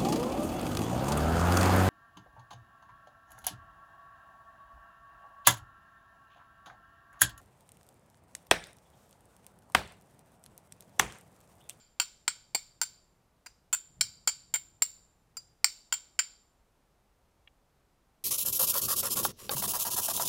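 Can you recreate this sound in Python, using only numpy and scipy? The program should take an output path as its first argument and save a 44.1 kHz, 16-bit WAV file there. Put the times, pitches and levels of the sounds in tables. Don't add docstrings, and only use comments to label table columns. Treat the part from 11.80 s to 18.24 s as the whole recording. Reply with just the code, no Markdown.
import sys
import numpy as np
from scipy import signal
from scipy.fft import rfft, irfft
from scipy.io import wavfile

SR = 44100
rng = np.random.default_rng(int(sys.argv[2]) if len(sys.argv) > 2 else 0)


def int16_out(signal):
    q = np.round(np.clip(np.atleast_2d(signal).T, -1, 1) * 32767)
    wavfile.write(sys.argv[1], SR, q.astype(np.int16))


def level_to_linear(level):
    exponent = np.asarray(level, float) / 20
    return 10 ** exponent


N = 283994
LEAD = 4410


def hard_blows():
    # t/s, bite/dB, scrape/ms, steel top over stone/dB, steel bending/dB
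    blow_table = [(0.1993, -7, 32, -10, -36.5), (0.4787, -9.5, 8.1, -16.5, -24.5),
                  (0.7475, -16.5, 13, -6, -27.5), (1.0146, -15, 24, -4, -24), (1.9281, -19, 22.3, -3, -40),
                  (2.2097, -9.5, 9, -4, -18.5), (2.474, -14, 24.1, -8.5, -23), (2.7397, -18, 28, 1.4, -44),
                  (3.021, -7.5, 14.2, 5, -31), (3.844, 0.8, 4.1, -1.2, -20),
                  (4.1244, -13, 23.7, -12.5, -35), (4.3904, -16.5, 16, -13.5, -25)]
    earlier_blow = (-0.0973, -29, 11.5, -10.5, -32)
    # f/Hz, level/dB, t60/s
    stone_modes = [(560, -18, 0.005), (906, -8.5, .018), (1475, 1.5, .016), (2150, 3, 0.0077),
                   (2413, 0, 0.014), (2600, -6, .01), (3170, .6, .013), (3625, -7.5, .014)]
    # f/Hz, level/dB, t60/s
    bending_modes = [(4020, -8.5, 0.02), (4330, 0.5, 0.011), (4745, -3.5, .028), (5180, 0.5, 0.011),
                     (5536, -7, .013), (6220, -4.5, .01)]
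    # f/Hz, level/dB, t60/s
    clink_modes = [(6928, -15.5, 0.011), (7175, -4.5, .03), (7320, -8, 0.042), (7338, -5, 0.022),
                   (7500, -4, .014), (7640, -11.5, 0.019), (8236, -10.5, .01), (9160, -15, 0.014)]
    # f/Hz, level/dB, t60/s
    top_modes = [(10960, -11, 0.0069), (11700, -5.5, 0.00802), (12840, -5.5, 0.012), (13700, -4.5, .008),
                 (15250, -3.5, 0.011), (15550, -1.5, .008)]
    run_starts_s = [1.5, 3.4]
    grip_db = [-2, 2.2, -.6]
    ring_follows = 0.3
    t_s, bite_db, scrape_ms, bright_db, bending_db = np.transpose([earlier_blow, *blow_table])
    body_db = -24.5 + ring_follows * bite_db
    clink_db = -17 + ring_follows * bite_db + np.take(grip_db, np.searchsorted(run_starts_s, t_s))
    stone_db, top_db = body_db - bright_db / 2, body_db + bright_db / 2
    events = np.transpose([t_s, bite_db, stone_db, bending_db, clink_db, top_db])
    contacts = []
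    for db, ms in zip(bite_db, scrape_ms):
        scrape_db = max(-25 - db, -15)
        push_db = -42 + 0.25 * db
        contacts.append((3.24, ms, scrape_db, push_db, 1))
    return strike(events, contacts, [stone_modes, bending_modes, clink_modes, top_modes], spread_db=3.0)


def light_taps():
    # t/s, bite/dB, stone/dB, steel/dB, share of the free ring time
    tap_table = [
        (1.661, -31.5, -46.5, -49, .42),
        (3.569, -27, -48, -39.5, 0.83),
    ]
    # f/Hz, level/dB, t60/s
    free_modes = [
        [(928, -4.5, 0.042), (1391, 0, .025), (2890, -3, 0.018)],
        [(4300, -20, 0.025), (4780, -1, 0.069)],
        [(7340, -0.5, 0.0497), (7850, -5.5, .03), (9100, -7, .05)],
        [(12000, -2.5, 0.024), (13000, -5, .02), (15220, 0.5, 0.063)],
    ]
    events, contacts = [], []
    for t_s, bite_db, stone_db, steel_db, free in tap_table:
        events.append((t_s, bite_db, stone_db, steel_db, steel_db + 1.5, steel_db - 11))
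        scrape_db = -13 + 35 * (1 - free)
        push_db = bite_db - 31
        contacts.append((3, 11, scrape_db, push_db, free))
    return strike(events, contacts, free_modes, spread_db=1.0)


def strike(events, contacts, groups, spread_db):
    # f/Hz, level/dB per Hz
    crack_spectrum = [(290, -48.5), (500, -18), (2270, -6.5), (3850, -10.5), (4520, 0), (6530, -11),
                      (7130, -9.5), (9420, -13), (9990, -24.5), (15300, -16), (16700, -38.5)]
    # f/Hz, level/dB per Hz
    grit_spectrum = [(500, -30), (1500, -11), (3300, -6), (4700, 0), (6200, -6), (7800, -1.5), (9800, -16),
                     (16000, -20)]
    crack_db = -3.5
    grit_db, grit_knee_db, grit_lag = 3.5, -14, 0.45
    far_favours_long = 0.8
    out = np.zeros((2, LEAD + N + SR))
    crack, grit = causal(crack_spectrum), causal(grit_spectrum)
    for (t_s, bite_db, *group_db), (bite_ms, scrape_ms, scrape_db, push_db, free) in zip(events, contacts):
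        force = contact_force(bite_ms, scrape_ms, scrape_db)
        click = np.eye(1, len(force))[0]
        both = np.array([force, click])
        sound = alike([signal.lfilter(crack, 1, force), signal.lfilter(grit, 1, click)])
        sound *= level_to_linear(bite_db + crack_db)
        sound[1] *= level_to_linear(grit_db - grit_lag * max(bite_db - grit_knee_db, 0))
        sound += level_to_linear(push_db) * ring(click, 220, 0.012)
        for modes, level_db in zip(groups, group_db):
            rings = np.zeros_like(both)
            for k, (hz, db, t60_s) in enumerate(modes):
                vary_db = spread_db * rng.standard_normal() * np.array([[1], [0.35]])
                feed = np.array([[1], [t60_s ** far_favours_long]])
                rings += (-1) ** k * level_to_linear(db + vary_db) * ring(both, hz, t60_s * free) * feed
            sound += level_to_linear(level_db + 5.5) * alike(rings)
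        at = LEAD + round(t_s * SR)
        out[:, at:at + len(force)] += sound
    return out[:, :LEAD + N]


def contact_force(bite_ms, scrape_ms, scrape_db, size=8820):
    grains_per_s = 3500
    ms = np.arange(size) / SR * 1000
    letting_go = 1 / (1 + np.exp(np.clip((ms - scrape_ms) / 1.2, -30, 30)))
    scrape = level_to_linear(scrape_db - 5 * ms / scrape_ms) * letting_go * (1 - np.exp(-ms / 3.0))
    pressure = np.exp(-ms / bite_ms) + scrape
    breaks = rng.random(size) < grains_per_s / SR
    heights = level_to_linear(2.9 * np.minimum(rng.exponential(1, size), 2.5))
    grains = breaks * heights * rng.choice([-1, 1], size)
    grains[0] = 2.58
    return pressure * grains


def ring(force, hz, t60_s):
    r, w = level_to_linear(-60 / (t60_s * SR)), 2 * np.pi * hz / SR
    return signal.lfilter([0, np.sin(w)], [1, -2 * r * np.cos(w), r * r], force + 1e-18)


def peak_one(x):
    return x / np.max(np.abs(x))


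def alike(pair):
    ahead = peak_one(pair[0])
    return np.array([ahead, pair[1] * np.linalg.norm(ahead) / np.linalg.norm(pair[1])])


def at_hz(points, hz, column=1):
    points = np.array(points)
    return np.interp(np.log(np.maximum(hz, 1)), np.log(points[:, 0]), points[:, column])


def coloured(x, points):
    return irfft(rfft(x) * level_to_linear(at_hz(points, np.fft.rfftfreq(len(x), 1 / SR))), len(x))


def causal(points):
    doubled_db = np.array(points) * [1, 2]
    pulse = coloured(np.eye(1, 512)[0], doubled_db)
    return signal.minimum_phase(np.fft.fftshift(pulse)[1:])


def hollow(ahead, all_round):
    # f/Hz, level/dB, t60/s
    banks = [(300, -22.5, 0.088), (1000, -23, 0.11), (2500, -16.5, 0.17), (5000, -10, 0.16),
             (8000, -11.5, .12), (16000, -19.5, 0.11)]
    # f/Hz, level/dB, t60/s
    trunks = [(300, -38, .3), (1002, -28.5, 0.43), (2500, -24, 0.49), (5000, -16.5, .5), (8050, -25, 0.56),
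              (16000, -24.5, .3)]
    # f/Hz, width/Hz
    notches = [(1130, 160), (1720, 140)]
    near = signal.fftconvolve(ahead, scatter(banks, 9.0))
    far = signal.fftconvolve(all_round, scatter(trunks, 28.0))
    for hz, width_hz in notches:
        ahead = signal.lfilter(*signal.iirnotch(hz, hz / width_hz, fs=SR), ahead)
    heard = ahead + (near + far)[:LEAD + N]
    low_cut = signal.butter(4, 190, "high", fs=SR, output="sos")
    return signal.sosfilt(low_cut, heard)[LEAD:]


def scatter(table, onset_ms):
    t, out = np.arange(SR) / SR, 0
    edges_hz = 200 * 2 ** np.arange(0, 6.6, 0.5)
    onset = 1 - np.exp(-(1000 * t / onset_ms) ** 2)
    for low, high in zip(edges_hz, edges_hz[1:]):
        hz = np.sqrt(low * high)
        fade = level_to_linear(-60 * t / at_hz(table, hz, column=2)) * onset
        sos = signal.butter(2, [low, high], "band", fs=SR, output="sos")
        band = signal.sosfilt(sos, rng.standard_normal(SR))
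        out = out + level_to_linear(at_hz(table, hz)) * band * fade / np.sqrt(np.sum(fade ** 2))
    return out


def ticks():
    # t/s, peak/dB, f/Hz
    tick_table = [
        (5.51, -74, 6000),
        (5.674, -43.5, 2500),
    ]
    out = np.zeros(N)
    for t_s, db, hz in tick_table:
        force = contact_force(4.0, 5.8, 1.0, size=1500)
        snap = 0
        for ratio, ratio_db in [(0.76, -10), (0.92, 4), (1.1, 3.5), (1.3, 1), (1.55, -8)]:
            once = ring(force, hz * ratio, 0.0071)
            snap = snap + level_to_linear(ratio_db) * ring(once, hz * ratio, 0.0071)
        out[round(t_s * SR):][:1500] += level_to_linear(db) * peak_one(snap)
    return out


def wind():
    # t/s, level/dB, rise/s, fall/s
    gust_table = [
        (.7, -78.5, .4, 1.4),
        (2.2, -57.5, 0.038, 0.072),
        (2.85, -71, .4, 0.33),
        (3.63, -70.5, 0.074, .07),
    ]
    calm_db = -80
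    sos = signal.butter(2, [60, 170], "band", fs=SR, output="sos")
    air = signal.sosfilt(sos, rng.standard_normal(N))
    t = np.arange(N) / SR
    level = level_to_linear(calm_db)
    for t_s, db, rise_s, fall_s in gust_table:
        level = level + level_to_linear(db) * np.exp(np.minimum((t - t_s) / rise_s, (t_s - t) / fall_s))
    return level * air / np.std(air)


def woods():
    # f/Hz, level/dB per Hz
    floor_spectrum = [(12, -26.5), (20, 0.5), (54, 1), (90, -10.5), (185, -11.5), (374, -12.5),
                      (800, -13.5), (1220, -17.5), (1700, -22), (3260, -27), (8000, -30.5), (12300, -33),
                      (15300, -35), (16200, -54.5)]
    floor_db = -70.5
    hush = coloured(rng.standard_normal(N), floor_spectrum)
    return level_to_linear(floor_db) * hush / np.std(hush)


def scene():
    struck = hard_blows() + light_taps()
    return (hollow(*struck) + ticks() + wind() + woods())[None]


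def band_limit(x):
    return signal.sosfilt(signal.butter(12, 16850, fs=SR, output="sos"), x)


def record(dry):
    top_cut = signal.butter(12, 15900, fs=SR, output="sos")
    return band_limit(signal.sosfilt(top_cut, dry))


dry = scene()
out = record(dry)
int16_out(out)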